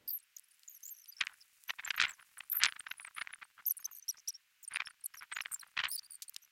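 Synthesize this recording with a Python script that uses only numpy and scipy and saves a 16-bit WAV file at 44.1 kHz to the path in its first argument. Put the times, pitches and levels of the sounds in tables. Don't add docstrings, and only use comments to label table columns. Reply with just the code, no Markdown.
import sys
import numpy as np
from scipy import signal
from scipy.fft import rfft, irfft, next_fast_len
from scipy.io import wavfile
from scipy.ndimage import uniform_filter1d, map_coordinates

SR = 44100
rng = np.random.default_rng(int(sys.argv[2]) if len(sys.argv) > 2 else 0)


def wrap_up_sound(samples):
    columns = np.atleast_2d(samples).T
    tamed = np.clip(columns, -1, 1)
    steps = np.round(tamed * 32767).astype(np.int16)
    wavfile.write(sys.argv[1], SR, steps)


N = 287091
TIME = np.arange(N) / SR


def amp(db):
    return 10 ** (np.asarray(db) / 20)


def unit(x):
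    return x / np.sqrt(np.mean(x ** 2) + 1e-20)


def colour(points, hz):
    knots_hz, db = np.transpose(points)
    return amp(np.interp(np.log(hz + 1), np.log(knots_hz + 1), db))


def filtered(x, response):
    size = next_fast_len(len(x) + 4096)
    return irfft(rfft(x, size) * response(np.fft.rfftfreq(size, 1 / SR)), size)[:len(x)]


def wobble(rate, count):
    return map_coordinates(rng.standard_normal(2048), [np.arange(count) * rate / SR + 2], mode="mirror")


def shower(count, snaps_per_s, spread_db):
    impulses = (rng.random(count) < snaps_per_s / SR) * rng.choice([-1, 1], count)
    return impulses * amp(spread_db * rng.standard_normal(count))


def add(track, start_s, sound):
    part = track[max(0, round(start_s * SR)):][:len(sound)]
    part += sound[:len(part)]


# (frequency [Hz], relative level [dB])
HISS_SPECTRUM = [(25, -21), (110, -20.5), (250, -25.5), (550, -25), (830, -19.5), (1150, -13), (1500, -5.5),
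                 (2500, -3), (2950, -3.5), (3300, -8.5), (6000, -11.5), (10000, -16.5), (14500, -13),
                 (16000, -17.5)]

def yard_hiss(level_db=-73.5, drift_db=0.5):
    gain = amp(level_db + drift_db * wobble(7.8, N))
    return gain * unit(filtered(rng.standard_normal(N), lambda hz: colour(HISS_SPECTRUM, hz)))


def low_rush(level_db=-75, top_hz=550, end_s=0.081, fade_s=0.0073):
    low = filtered(rng.standard_normal(N), lambda hz: hz / (hz + 70) / (1 + (hz / top_hz) ** 2))
    return amp(level_db) * unit(low) * np.clip((end_s - TIME) / fade_s, 0, 1)


# (time [s], level [dB])
FOAM_LEVELS = [(0, -96), (.6, -73), (.9, -77), (1.3, -72.5), (1.6, -69.5), (2.2, -71), (2.699, -70.5),
               (3.299, -80), (3.601, -78.5), (3.95, -88.5), (4.399, -85), (5.0, -91.5), (5.5, -73),
               (6.101, -90), (6.51, -83)]

def foam_fizz(centre_hz=9000, flicker_db=2):
    crackles = shower(N, 6000, spread_db=7.5)
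    foam = filtered(crackles, lambda hz: 1 / (1 + np.log2((hz + 1) / centre_hz) ** 2))
    gain = amp(np.interp(TIME, *np.transpose(FOAM_LEVELS)))
    return gain * unit(foam * amp(flicker_db * wobble(47, N)))


def chirp_note(length_s, start_hz, middle_hz, end_hz, harmonic_db, rough):
    count = int(length_s * SR)
    progress = np.linspace(0, 1, count)
    arch = 1 - np.abs(2 * progress - 1) ** 3
    glide_hz = start_hz + (end_hz - start_hz) * progress + (middle_hz - (start_hz + end_hz) / 2) * arch
    waver = 0.009 * np.sqrt(10 * rough + 0.083) * wobble(260, count)
    rasp = 0.098 * rough * wobble(2600, count)
    phase = 2 * np.pi * np.cumsum(glide_hz * (1 + waver + rasp)) / SR
    from_edge_s = np.minimum(progress, 1 - progress) * length_s
    edges = np.sin(np.pi / 2 * np.clip(from_edge_s / 0.00095, 0, 1)) ** 2
    swell_db = 6.5 * np.sin(np.pi * progress) - 3 * progress
    contour = edges * amp(swell_db + 7 * np.sqrt(rough) * wobble(160, count))
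    flutter_db = 8.5 * min(1, .15 + 7 * rough)
    sound = np.zeros(count)
    for k, db in enumerate(harmonic_db, 1):
        shimmer = amp(-20) * wobble(6000, count)
        envelope = unit(contour * amp(flutter_db * wobble(270, count))) * (1 + shimmer)
        sound += amp(db) * np.sqrt(2) * envelope * np.sin(k * phase) * (k * glide_hz < SR / 2)
    return sound


def squeak(length_s, hz, glide, bend, harmonic_db, rough, breaks_per_s=240, scatter=0.12, fall=0.23):
    notes = 1 + int(length_s * rough * breaks_per_s)
    note_s = length_s / notes * (0.98 if notes > 1 else 1)
    sound = np.zeros(int(length_s * SR) + SR // 50)
    for k, (tune, tilt) in enumerate(rng.standard_normal((notes, 2))):
        position = (k + np.linspace(0, 1, 3)) / notes - .5
        slope = fall * (1 + tilt) * np.array([.5, 0, -.5])
        detune = (notes > 1) * rough * (scatter * tune + slope)
        pitches_hz = hz * (1 + glide * position - bend * (2 * position) ** 2 + detune)
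        add(sound, k * length_s / notes, chirp_note(note_s, *pitches_hz, harmonic_db, rough))
    return sound


# (time [s], length [s], pitch [Hz],
# glide [share of pitch], fundamental level [dB], octave level [dB], roughness [0-1])
SQUEAKS = [(0.076, 0.041, 5210, -0.14, -53, -70, 0.3), (0.076, 0.047, 6870, .12, -80, -39, 0.29),
           (0.125, 0.055, 6160, -0.13, -92, -40, 0.04), (0.364, 0.01, 6350, -0.31, -46.5, -54, 0.25),
           (.678, 0.01, 6940, -0.12, -47, -68, 0.01), (0.689, 0.091, 6500, -0.18, -63, -58, 0.07),
           (0.83, .075, 6960, 0.2, -50.5, -55.5, 0.24), (.905, 0.032, 6420, 0.0017, -66.5, -48, 0),
           (0.939, 0.11, 6100, -0.1, -64, -65.5, 0.21), (1.082, 0.025, 6050, 0.011, -59.5, -51.5, 0.02),
           (1.117, 0.023, 4780, -0.093, -57.5, -74.5, 0.15), (1.166, 0.035, 5560, 0.015, -57, -79, 0.2),
           (1.406, .02, 5050, -.1, -59, -74, 0.25), (1.679, .036, 6050, -0.084, -53.5, -54, 0.09),
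           (1.847, 0.012, 7460, 0.034, -40, -89, 0.04), (1.871, 0.029, 6170, -.1, -58.5, -54.5, 0.08),
           (1.962, 0.023, 6500, -0.08, -63, -49, 0.33), (2.083, 0.038, 7760, -0.071, -50, -63, .2),
           (2.131, .022, 6160, -.17, -61, -72, .15), (2.379, 0.014, 5700, -0.26, -85, -49, 0.54),
           (2.499, 0.013, 5970, .05, -91, -40, 0.24), (2.513, 0.027, 7300, 0.1, -92, -33.5, 0.27),
           (2.545, 0.059, 6360, -0.25, -84, -35.5, 0.04), (2.659, 0.052, 5200, -.1, -64, -56, 0.1),
           (2.791, 0.022, 4320, -.13, -87, -47.5, 0.13), (2.901, .031, 5980, 0.07, -69, -56.5, .4),
           (2.968, .11, 4870, -0.13, -85, -56, 0.18), (3.143, 0.089, 5130, -0.085, -84, -56, 0.29),
           (3.324, 0.026, 5230, -0.022, -88, -53.5, 0.26), (3.654, 0.0067, 5680, 0.15, -48.5, -63, 0.31),
           (3.662, 0.029, 6850, -0.041, -53, -32, 0.18), (3.695, 0.031, 5950, -0.21, -48, -33, 0.12),
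           (3.768, 0.015, 4830, -.08, -90, -45.5, 0.82), (3.792, 0.031, 6550, -0.017, -66, -58.5, 0.1),
           (3.844, 0.021, 6240, 0.023, -38.5, -47, 0.06), (3.912, 0.089, 6540, -0.038, -62.5, -53.5, 0.23),
           (4.023, .025, 6120, -0.005, -57.5, -90, 0.14), (4.081, 0.032, 5840, -0.037, -36.5, -44, 0.02),
           (4.17, 0.034, 6070, .08, -59, -78, 0.65), (4.275, 0.033, 5920, 0.0017, -38.5, -51.5, 0.02),
           (4.339, 0.03, 5560, 0.084, -52, -92.5, 0.02), (4.628, 0.027, 6500, -0.47, -56, -55, 0.34),
           (4.677, 0.012, 4460, 0.037, -73, -41.5, 0), (4.735, 0.039, 4920, 0.14, -57.5, -47, 0.18),
           (4.852, .028, 5430, 0.051, -51.5, -59.5, 0.09), (5.038, 0.031, 4810, -.3, -63.5, -43.5, 0.14),
           (5.053, 0.013, 5820, -0.23, -81, -38, 0.1), (5.139, 0.019, 5960, 0.27, -60.5, -61, 0.42),
           (5.171, 0.03, 5870, -0.15, -54.5, -56, 0.2), (5.322, .022, 8330, -0.02, -47.5, -88, 0.07),
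           (5.346, 0.039, 7030, 0.076, -55, -65, 0.18), (5.409, 0.019, 5650, -0.27, -51, -49.5, .22),
           (5.515, 0.03, 4380, 0.089, -86, -42.5, 0.37), (5.537, 0.028, 7460, -0.025, -41, -65, 0.1),
           (5.593, 0.03, 4960, -.28, -55, -55.5, 0.27), (5.884, 0.03, 4330, 0.13, -63, -48.5, 0.19),
           (5.909, 0.061, 5160, -0.061, -48, -42.5, 0.33), (5.977, 0.016, 4800, -0.051, -43.5, -58, 0),
           (5.992, 0.0061, 5830, 0.4, -41, -60, 0.1), (6.031, .04, 4500, -0.0022, -62, -64.5, 0.18),
           (6.101, .062, 4660, 0.0097, -65.5, -51, 0.25), (6.28, 0.0077, 4480, -0.12, -59.5, -48.5, 0.25),
           (6.416, 0.042, 6080, -0.009, -66, -67, 0.27)]
# (time [s], level relative to the octave [dB])
THIRD_HARMONIC = [(0, -38), (3.3, -28), (3.8, -19), (5.3, -40), (5.5, -7), (5.95, -0.5), (6.13, -13),
                  (6.3, -21)]

def squeaks(arch=.035, swoop=0.15, swoop_below_hz=6900, grit_db=-24, grit_hz=6500):
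    tones = np.zeros(N)
    for s, length_s, hz, glide, fundamental_db, octave_db, rough in SQUEAKS:
        strength = np.interp(fundamental_db, [-55, -41.5], [0, 1])
        bend = arch + swoop * strength * (hz < swoop_below_hz)
        third_db = octave_db + np.interp(s, *np.transpose(THIRD_HARMONIC))
        add(tones, s, squeak(length_s, hz, glide, bend, [fundamental_db, octave_db, third_db], rough))
    heavy = filtered(tones, lambda hz: 1 / (1 + (hz / 9000) ** 6))
    envelope = np.sqrt(np.abs(uniform_filter1d(heavy ** 2, size=260)))
    grains = shower(N, 2000, spread_db=1.5)
    grit = filtered(grains, lambda hz: 1 / (1 + np.log2((hz + 1) / grit_hz) ** 4))
    return tones + amp(grit_db) * envelope * unit(grit)


def twitter(softest_db=-72, pitch_hz=5200, count=85):
    track = np.zeros(N)
    for pick, delay, size, tune, loud in rng.random((count, 5)):
        s = SQUEAKS[int(pick * len(SQUEAKS))][0] + .03 + 0.14 * delay
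        hz, db = pitch_hz * (0.78 + 0.34 * tune), softest_db + 10 * loud
        note = chirp_note(.006 + .014 * size, hz * 1.03, hz, hz * .96, [db - 11, db], rough=.35)
        add(track, s, note)
    return track


# (time [s], level [dB], centre frequency [Hz], time to decay by 60 dB [s])
FILM_BURSTS = [(0.1874, -51.5, 8200, 0.018), (0.384, -49.5, 7400, 0.017), (0.3955, -28, 9550, 0.0026),
               (0.633, -48.5, 4160, 0.0087), (0.888, -50, 4400, 0.015), (1.058, -47.5, 4500, .01),
               (2.5236, -36.5, 5660, 0.009), (4.2857, -31.5, 7600, 0.02), (6.2207, -36.5, 6300, 0.053),
               (6.295, -28, 12400, 0.0073), (6.3437, -41.5, 5260, 0.013), (6.3632, -27, 4500, 0.01)]

def wet_ticks(half_width_octaves=1.4, attack_s=0.00051):
    track, t = np.zeros(N), np.arange(SR // 20) / SR
    for s, db, centre_hz, t60 in FILM_BURSTS:
        puff = filtered(rng.standard_normal(len(t)),
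                        lambda hz: 1 / (1 + (np.log2((hz + 1) / centre_hz) / half_width_octaves) ** 2) ** 2)
        envelope = amp(db - 60 * t / t60) * (1 - np.exp(-t / attack_s))
        add(track, s, envelope * unit(puff))
    return track


# (frequency [Hz], relative level [dB])
FIBRE_SPECTRUM = [(25, -21.5), (120, -20.5), (480, -29), (750, -19.5), (1050, -9), (1500, -3), (2400, -3),
                  (4000, -5), (7000, -14), (12000, -36)]

def fibre_bundle(force, pitch_hz, q):
    def response(hz):
        return colour(FIBRE_SPECTRUM, hz) / (1 - (hz / pitch_hz) ** 2 + 1j * hz / (pitch_hz * q))
    return unit(filtered(force, response))


# (time [s], contact [0-1])
SPONGE_CONTACT = [(1.15, 0), (1.25, 0.44), (3.5, 1), (3.9, 0.24), (4.6, 0.22), (5.1, 0.72), (5.9, 1),
                  (6.05, 0.7)]

def stray_hairs(level_db=-77):
    contact = np.interp(TIME, *np.transpose(SPONGE_CONTACT))
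    return amp(level_db) * contact * fibre_bundle(shower(N, 40, spread_db=1.5), pitch_hz=1900, q=0.28)


SCRAPE_TIME = np.arange(-SR // 20, SR // 20) / SR
MIDDLING_HZ, MIDDLING_DB, MIDDLING_HALF_WIDTH_S = 2120, -41, .002

def scrape(half_width_s, db, slips_per_s=305.7, slip_db=6, db_per_octave=25.5):
    steepness = 4.5 + half_width_s / .0008
    grip = 1 / np.sqrt(1 + np.abs(SCRAPE_TIME / (1.6 * half_width_s)) ** steepness)
    slips = grip * amp(slip_db * wobble(slips_per_s, len(grip)))
    force = slips * shower(len(grip), 7000, spread_db=4)
    pitch_hz = MIDDLING_HZ * 2 ** ((db - MIDDLING_DB) / db_per_octave)
    pitch_hz *= (half_width_s / MIDDLING_HALF_WIDTH_S) ** 0.02
    return amp(db) * np.sqrt(np.mean(grip ** 2)) * fibre_bundle(force, pitch_hz, q=1.34)


# (centre time [s], half width [s], level [dB])
SCRAPES = [(1.212, .002, -26), (1.223, 0.0018, -36.5), (1.2371, 0.00075, -39), (1.2711, 0.00029, -28),
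           (1.312, 0.0094, -63), (1.6998, 0.0039, -33.5), (1.796, 0.0054, -43), (1.84, 0.0015, -47),
           (1.871, 0.0089, -43), (1.908, 0.0016, -28.5), (1.948, 0.0057, -45), (1.986, 0.0042, -36),
           (2.004, 0.0031, -26.5), (2.0153, 0.00052, -20.5), (2.0241, 0.00066, -24.5),
           (2.0368, 0.0029, -29), (2.049, 0.0028, -30.5), (2.081, 0.013, -46), (2.118, 0.0099, -58),
           (2.198, 0.008, -61.5), (2.374, 0.0015, -50), (2.4085, 0.00081, -38), (2.554, 0.014, -53),
           (2.605, 0.0044, -42.5), (2.6229, 0.005, -33), (2.6481, 0.0025, -28.5), (2.657, 0.005, -30.5),
           (2.677, 0.0092, -41), (2.724, 0.00017, -33), (2.765, 0.0012, -44), (2.8065, 0.00028, -37.5),
           (2.8689, 0.0019, -39.5), (2.915, 0.0011, -33.5), (2.9991, 0.00034, -38.5),
           (3.0507, 0.00085, -43), (3.077, 0.0041, -50.5), (3.18, 0.0094, -43), (3.216, 0.0022, -34),
           (3.2734, 0.00021, -32), (3.302, 0.0041, -53.5), (3.3365, 0.00067, -39), (3.426, 0.0045, -46.5),
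           (3.593, 0.0085, -55.5), (3.799, 0.0025, -62.5), (3.883, 0.009, -65.5), (4.145, 0.001, -57),
           (4.721, 0.0078, -50), (4.7598, 0.00039, -25), (4.7682, 0.0019, -33.5), (4.8057, 0.0037, -34),
           (4.821, 0.0025, -41), (4.8726, 0.00042, -36.5), (5.1443, 0.0011, -46), (5.225, 0.0097, -50),
           (5.323, 0.0044, -41), (5.3672, .0026, -35.5), (5.3889, 0.00071, -35.5), (5.4084, 0.0012, -32.5),
           (5.456, 0.0023, -38), (5.525, 0.0085, -56.5), (5.63, 0.0036, -50.5), (5.774, 0.0026, -32),
           (5.792, 0.0014, -29.5), (5.8056, 0.0054, -35), (5.847, 0.0066, -33), (5.874, 0.0051, -43.5)]

def scrapes(lesser_slips=2, lead_s=0.0067, span_s=.045, drag_db=-28, drag_s=0.013):
    track, drag_power = np.zeros(N), np.zeros(N)
    for centre_s, half_width_s, db in SCRAPES:
        start_s = centre_s + SCRAPE_TIME[0]
        add(track, start_s, scrape(half_width_s, db))
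        for share in (np.arange(lesser_slips) + rng.random(lesser_slips)) / lesser_slips:
            lesser_db = -57 + 0.1 * (db - MIDDLING_DB) + 3 * rng.standard_normal()
            add(track, start_s - lead_s + span_s * share, scrape(half_width_s=0.00084, db=lesser_db))
        add(drag_power, start_s, amp(db + drag_db) ** 2 * np.exp(-2 * np.abs(SCRAPE_TIME) / drag_s))
    drag = fibre_bundle(shower(N, 2500, spread_db=11.5), pitch_hz=2100, q=1.3)
    return track + np.sqrt(drag_power) * drag


def causal_pulse(spectrum, size=2048):
    cepstrum = irfft(np.log(colour(spectrum, np.fft.rfftfreq(size, 1 / SR))))
    cepstrum[1:size // 2] *= 2
    cepstrum[size // 2 + 1:] = 0
    pulse = irfft(np.exp(rfft(cepstrum)))
    return pulse / np.abs(pulse).max()


# (time [s], peak level before the gain [dB])
FIBRE_SNAPS = [(1.2107, -18), (1.2689, -24.5), (1.9078, -21.5), (2.007, -16.5), (2.0156, -19.5),
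               (2.023, -17), (2.6356, -3), (2.639, -7.5), (2.647, -18), (2.657, -10.5), (5.8462, -27.5)]
# (frequency [Hz], relative level [dB])
SNAP_SPECTRUM = [(25, -30.5), (120, -21.5), (480, -29.5), (800, -26.5), (1500, -0.5), (2800, -1),
                 (5000, 0.5), (8000, -7), (11000, -26), (16000, -56)]

def fibre_snaps(gain_db=-1):
    track, pulse = np.zeros(N), causal_pulse(SNAP_SPECTRUM)
    for s, db in FIBRE_SNAPS:
        add(track, s, amp(db + gain_db) * pulse)
    return track


def wall_reflections(x, level_db=-40, t60=0.15, delay_s=.006):
    t = np.arange(SR // 2) / SR
    tail = rng.standard_normal(len(t)) * amp(-60 * t / t60) * (t > delay_s)
    return amp(level_db) * signal.fftconvolve(x, tail / np.linalg.norm(tail))[:N]


def scene():
    fibres = scrapes() + fibre_snaps() + stray_hairs()
    direct = fibres + squeaks() + twitter() + wet_ticks() + foam_fizz()
    return (direct + wall_reflections(direct) + yard_hiss() + low_rush())[None]


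def record(dry):
    return np.array([filtered(x, lambda hz: 1 / np.sqrt(1 + (hz / 16100) ** 160)) for x in dry])


dry = scene()
out = record(dry)
wrap_up_sound(out)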